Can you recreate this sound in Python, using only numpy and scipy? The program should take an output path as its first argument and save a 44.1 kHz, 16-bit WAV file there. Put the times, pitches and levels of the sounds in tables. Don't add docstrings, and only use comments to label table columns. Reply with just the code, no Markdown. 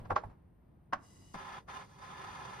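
import sys
import numpy as np
from scipy.fft import rfft, irfft, next_fast_len
from scipy.io import wavfile
from scipy.ndimage import map_coordinates

SR = 44100
rng = np.random.default_rng(int(sys.argv[2]) if len(sys.argv) > 2 else 0)


def file_out(sig):
    cols = np.atleast_2d(sig).T
    lim = np.clip(cols, -1, 1)
    pcm = np.round(lim * 32767).astype(np.int16)
    wavfile.write(sys.argv[1], SR, pcm)


N = 114660

# (time [s], roar level [dB], gas hiss level [dB])
FLAME_LEVELS = [(1.336, -95, -68), (1.344, -47, -62.5), (1.372, -51, -70.5), (1.394, -46.5, -67.5),
                (1.43, -49, -68.5), (1.585, -48.5, -69), (1.62, -68.5, -84), (1.662, -93, -100),
                (1.688, -48.5, -68.5), (1.76, -47, -65.5), (1.822, -49.5, -69.5), (1.868, -67, -77),
                (1.98, -62.5, -75.5), (2.03, -51.5, -69.5), (2.25, -48.5, -67.5), (2.6, -48.5, -66.5)]
# (frequency [Hz], level [dB])
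ROAR_COLOUR = [(60, -25), (150, -8), (280, -15.5), (450, -16.5), (690, -13), (800, 0), (1100, -7.5),
               (1600, -8.5), (2300, -17.5), (3500, -21.5), (6000, -42), (9000, -55)]
# (frequency [Hz], level [dB])
HISS_COLOUR = [(1000, -20), (2500, -4.5), (3800, -2), (5000, -2.5), (6600, 2), (7300, -8.5), (8500, -1),
               (10500, -13), (12800, -14.5), (13900, -25.5)]
# (frequency [Hz], width [Hz], lift [dB])
CORNER_RESONANCES = [(391, 46, 12.5), (536, 24, 11), (1027, 64, 10.5), (1301, 148, 8), (1550, 95, -2.5),
                     (1721, 47, 10), (2118, 38, 8), (2454, 67, 6.5), (2844, 51, 6.5), (3340, 50, 9.5),
                     (3590, 85, 9.5), (4285, 250, 3), (4564, 88, 8.5), (4903, 165, 10.5)]
# (frequency [Hz], left over right [dB])
FLAME_LEAN = [(200, -4.5), (950, 0), (1650, -0.5), (2900, 1), (5000, 3.5), (8000, 0)]


def flame(flutter_db=1.0, flutter_rate=110, hiss_flutter_db=1.0, roar_db=1.5, hiss_db=4.5):
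    roar_gain, hiss_gain = gains(FLAME_LEVELS)
    flutter = wobble(flutter_rate)

    def roar_colour(hz):
        return along(ROAR_COLOUR, hz) + lifts(CORNER_RESONANCES, hz)

    def hiss_colour(hz):
        return along(HISS_COLOUR, hz) + lifts(CORNER_RESONANCES, hz) * (hz > 2000)

    def lean(hz):
        return amp(along(FLAME_LEAN, hz) * np.array([[.5], [-.5]]))

    roar = rush(roar_colour) * roar_gain * amp(roar_db + flutter_db * flutter)
    hiss = rush(hiss_colour, comb_db=4.0) * hiss_gain * amp(hiss_db + hiss_flutter_db * flutter)
    return filtered(roar + hiss, lean)


# (time [s], level [dB])
COMBUSTION_LEVEL = [(1.34, -65), (1.8, -63.5), (2.05, -61), (2.6, -57.5)]
# (frequency [Hz], level [dB])
COMBUSTION_COLOUR = [(30, -16), (90, 2.5), (175, 2), (260, -11), (390, -7), (560, -6), (900, -42)]


def combustion():
    return gains(COMBUSTION_LEVEL)[0] * rush(lambda hz: along(COMBUSTION_COLOUR, hz))


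# (time [s], level [dB])
COLD_GAS_LEVEL = [(.96, -100), (1.0, -81), (1.04, -67.5), (1.15, -66.5), (1.335, -67.5), (1.35, -110)]
# (frequency [Hz], level [dB])
COLD_GAS_COLOUR = [(400, -1), (1100, 10), (1600, -5.5), (2500, -1), (5600, 1.5), (6700, -0.5), (7400, 11.5),
                   (9000, 3), (12600, -6), (13900, -10)]
# (frequency [Hz], width [Hz], lift [dB])
TUBE_RESONANCES = [(1990, 220, 14), (2866, 110, 15), (3930, 110, 10), (4780, 98, 12), (5070, 350, 10.7),
                   (6280, 510, 14.5)]
# (time [s], level [dB])
TUBE_WHISTLE_LEVEL = [(1.05, -93), (1.24, -84), (1.28, -77.5), (1.335, -80), (1.35, -110)]
WHISTLE_HZ, WHISTLE_WIDTH_HZ = 2940, 76


def cold_gas():
    jet = rush(lambda hz: along(COLD_GAS_COLOUR, hz) + lifts(TUBE_RESONANCES, hz), comb_db=2.5)
    whistle = rush(lambda hz: narrow_band(hz, WHISTLE_HZ, WHISTLE_WIDTH_HZ))
    return gains(COLD_GAS_LEVEL)[0] * jet + gains(TUBE_WHISTLE_LEVEL)[0] * whistle


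# (time [s], level at peak [dB], rise [s], t60 [s],
# tilt [dB per octave], ring [dB], left over right [dB], fizz above 7200 Hz [dB])
SNAP_HITS = [(.9265, -40.5, 0.001, 0.14, 0, 5.5, 1, -9), (.932, -28.5, 0.0017, 0.062, -0.5, -5, -1, 0.5),
             (1.343, -42.5, 0.0012, 0.099, -6.5, -11, 1.5, 15),
             (1.685, -50.5, 0.005, 0.09, -2.5, -17, 2, -1.5)]
# (frequency [Hz], level [dB])
SNAP_COLOUR = [(80, -34), (270, -6), (410, -13), (650, -3.5), (830, -4), (1100, 2), (1550, -2),
               (2300, -15.5), (3000, -17.5), (3600, -26.5), (6000, -27), (7300, -39.5), (8200, -33),
               (12200, -56), (13800, -59.5)]
# (frequency [Hz], level [dB], t60 [s])
BURNER_RING = [(579.4, -10.5, 0.082), (752, -1, 0.076), (991, -9.5, .1), (1082, 5.5, 0.057),
               (1370, -11, 0.089), (1370, -5, 0.064), (1505, -14.5, 0.083), (1750, -17, 0.06)]


def snaps_and_pops():
    return struck(SNAP_HITS, SNAP_COLOUR, BURNER_RING)


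# (time [s], level at peak [dB], rise [s], t60 [s], tilt [dB per octave],
# ring [dB], left over right [dB], fizz above 7200 Hz [dB])
CLACK_HITS = [(.057, -51, 0.0077, 0.068, 0.5, -9, 0, -5), (.107, -29, 0.0032, 0.086, -3.5, -8.5, -3, 3.5),
              (.118, -30.5, 0.0035, 0.06, -5.5, -7.5, 2, 2), (.164, -29.5, 0.0038, 0.1, 1, 3.5, -2, -5.5),
              (0.238, -44.5, 0.0018, 0.087, -3.5, -10, -4, 12), (0.3, -60.5, 0.0023, 0.21, -2, -21, 2, 7)]
# (frequency [Hz], level [dB])
CLACK_COLOUR = [(80, -23), (250, -21), (450, -3.5), (600, -3), (850, 2), (1150, -2), (1600, -7.5),
                (2400, -20), (3500, -27.5), (5500, -30.5), (6600, -34.5), (7300, -45), (8500, -39.5),
                (12300, -53.5), (14000, -82)]
# (frequency [Hz], level [dB], t60 [s])
BODY_RING = [(447, -24, 0.096), (622, -7, 0.095), (814, -6, 0.072), (884, -12.5, 0.09), (1062, 1.5, 0.038),
             (1108, 5, 0.051), (1167, -5.5, 0.027), (1357, -4, 0.06), (1575, -15, 0.094),
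             (1896, -37, 0.045)]


def handling_clacks():
    return struck(CLACK_HITS, CLACK_COLOUR, BODY_RING)


TAIL_DB, TAIL_T60_S, TAIL_TILT_DB = -20.5, 0.41, -4
RING_SKEW = .35


def struck(hits, colour, modes, ring_attack_s=.0004, grain_db=3.0, grain_rate=900):
    out = np.zeros((2, N))
    ears = np.array([[1], [-1]])

    def octaves(hz):
        return np.log2(np.clip(hz, 250, 4000))

    for s, db, rise, t60, tilt, ring_db, pan, fizz_db in hits:
        def rattle_colour(hz):
            return along(colour, hz) + tilt * octaves(hz) + fizz_db * (hz > 7200)

        def tail_colour(hz):
            return along(colour, hz) + (tilt + TAIL_TILT_DB) * octaves(hz)

        rattle = rush(rattle_colour) * strike(s, rise, t60)
        treble = filtered(rattle, lambda hz: 1 / (1 + (2500 / (hz + 1)) ** 4))
        grain = unit(amp(grain_db * wobble(grain_rate)))
        rattle = rattle + treble * (grain - 1)
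        tail = rush(tail_colour) * strike(s, rise, TAIL_T60_S)

        t = np.maximum(clock() - s, 0)
        ring = np.zeros((2, N))
        for hz, level, life in modes:
            tone = np.sin(2 * np.pi * hz * t + RING_SKEW * ears)
            ring += amp(level) * np.exp(-np.log(1000) * t / life) * tone
        ring *= 1 - np.exp(-t / ring_attack_s)
        out += amp(db + pan * ears / 2) * (rattle + amp(TAIL_DB) * tail + amp(ring_db) * ring)
    return out


# (time [s], level at peak [dB], rise [s], t60 [s])
BUMPS = [(.005, -48, 0.03, 0.53), (0.114, -38.5, 0.0089, 0.17), (0.253, -45, 0.0065, .3),
         (0.933, -50.5, 0.0018, 0.32), (1.347, -49, 0.0041, 0.29)]
# (frequency [Hz], level [dB])
BUMP_COLOUR = [(20, -5.5), (45, -3), (105, 1.5), (150, -7.5), (220, -4.5), (500, -58.5)]


def bumps():
    envelope = sum(amp(db) * strike(s, rise, t60) for s, db, rise, t60 in BUMPS)
    return envelope * rush(lambda hz: along(BUMP_COLOUR, hz))


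# (time [s], frequency [Hz], level [dB], t60 [s])
HOLLOW_NOTE = (-0.23, 107, -32, 0.22)


def boom(attack_s=0.0046):
    s, hz, db, t60 = HOLLOW_NOTE
    t = np.maximum(clock() - s, 0)
    envelope = (1 - np.exp(-t / attack_s)) * np.exp(-np.log(1000) * t / t60)
    return amp(db) * np.sin(2 * np.pi * hz * t) * envelope


# (time [s], level [dB])
RUSTLE_LEVEL = [(0, -51), (.045, -60.5), (.085, -60), (.2, -58.5), (.31, -63), (.4, -87.5)]
# (frequency [Hz], level [dB])
CLOTH_COLOUR = [(100, 5.5), (350, 7), (1100, -4.5), (1800, -14.5), (3500, -23.5), (6000, -34),
                (7500, -28.5), (12000, -37.5), (14000, -59)]


def rustle():
    return gains(RUSTLE_LEVEL)[0] * rush(lambda hz: along(CLOTH_COLOUR, hz))


# (frequency [Hz], level [dB])
OUTDOOR_COLOUR = [(15, -20), (25, -27.5), (53, -3.5), (120, -7), (175, -6.5), (215, -13), (290, -15),
                  (380, -19.5), (540, -25.5), (900, -27.5), (1500, -35.5), (3300, -50.5), (5000, -58.5),
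                  (14000, -67)]
OUTDOORS_DB = -61.5
# (time [s], level [dB])
HIGH_WHINE_LEVEL = [(0, -87.5), (.08, -84), (.2, -93.5), (2.6, -92)]
# (frequency [Hz], width [Hz], level [dB])
WHINE_BANDS = [(8950, 390, -2.5), (11970, 200, -4)]


def outdoors(sway_db=1.53):
    rumble = rush(lambda hz: along(OUTDOOR_COLOUR, hz))
    rumble = rumble * amp(OUTDOORS_DB + sway_db * wobble(7.49))
    whine = np.zeros((2, N))
    for centre, width, db in WHINE_BANDS:
        whine += amp(db) * rush(lambda hz: narrow_band(hz, centre, width))
    return rumble + gains(HIGH_WHINE_LEVEL)[0] * whine


# (frequency [Hz], side over mid [dB])
STEREO_WIDTH = [(60, -17), (170, -13.5), (280, -2.5), (490, -2), (1000, -4.5), (1420, 3), (2020, -6.5),
                (3000, -2), (5000, -5.5), (6500, 5), (7500, 11), (9000, 4), (10500, -14.5), (13000, 6)]


def rush(colour, diffuse=0.45, comb_db=0):
    direct, stray = rng.standard_normal((2, N))
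    scattered = filtered(direct, lambda hz: np.exp(1j * np.angle(reflections(hz))))
    across = np.sqrt(1 - diffuse) * scattered + np.sqrt(diffuse) * stray

    def shape(hz):
        turn = np.arctan(amp(along(STEREO_WIDTH, hz)))
        comb = comb_db * reflections(hz, spread_s=0.01).real * (hz > 5200) if comb_db else 0
        return amp(colour(hz) + comb) * np.array([np.cos(turn), np.sin(turn)])

    mid, side = filtered(np.array([direct, across]), shape)
    return unit(np.array([mid + side, mid - side]))


def reflections(hz, spread_s=0.0069, count=12):
    delay = rng.random(count) * spread_s
    size = rng.standard_normal(count)
    echoes = np.bincount((delay * SR).astype(int), size, minlength=2 * len(hz) - 2)
    return rfft(echoes) / np.linalg.norm(size)


def strike(s, rise, t60):
    t = clock() - s
    return np.exp(np.minimum(t, 0) / rise - np.log(1000) * np.maximum(t, 0) / t60)


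def narrow_band(hz, centre, width):
    return -20 * np.log10(1 + (2 * (hz - centre) / width) ** 2)


def lifts(peaks, hz):
    return sum(db * .5 ** ((2 * (hz - centre) / width) ** 2) for centre, width, db in peaks)


def filtered(x, response):
    m = next_fast_len(N + SR // 4)
    return irfft(rfft(x, m) * response(np.fft.rfftfreq(m, 1 / SR)), m)[..., :N]


def wobble(rate):
    return map_coordinates(rng.standard_normal(int(N * rate / SR) + 4), [clock() * rate])


def gains(rows):
    s, *columns = np.transpose(rows)
    return [amp(np.interp(clock(), s, column)) * (clock() >= s[0]) for column in columns]


def along(points, hz):
    f, v = np.transpose(points)
    return np.interp(np.log(hz + 1), np.log(f + 1), v)


def clock():
    return np.arange(N) / SR


def amp(db):
    return 10 ** (np.asarray(db) / 20)


def unit(x):
    return x / np.sqrt(np.mean(x ** 2) + 1e-20)


def scene():
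    burning = flame() + combustion()
    ignition = cold_gas() + snaps_and_pops()
    handling = handling_clacks() + bumps() + boom() + rustle()
    return burning + ignition + handling + outdoors()


# (frequency [Hz], level [dB])
MICROPHONE_RESPONSE = [(12600, 0), (13400, 0.5), (14200, -3.5)]
TOP_HZ = 15700


def record(dry):
    return filtered(dry, lambda hz: amp(along(MICROPHONE_RESPONSE, hz)) * (hz < TOP_HZ))


dry = scene()
out = record(dry)
file_out(out)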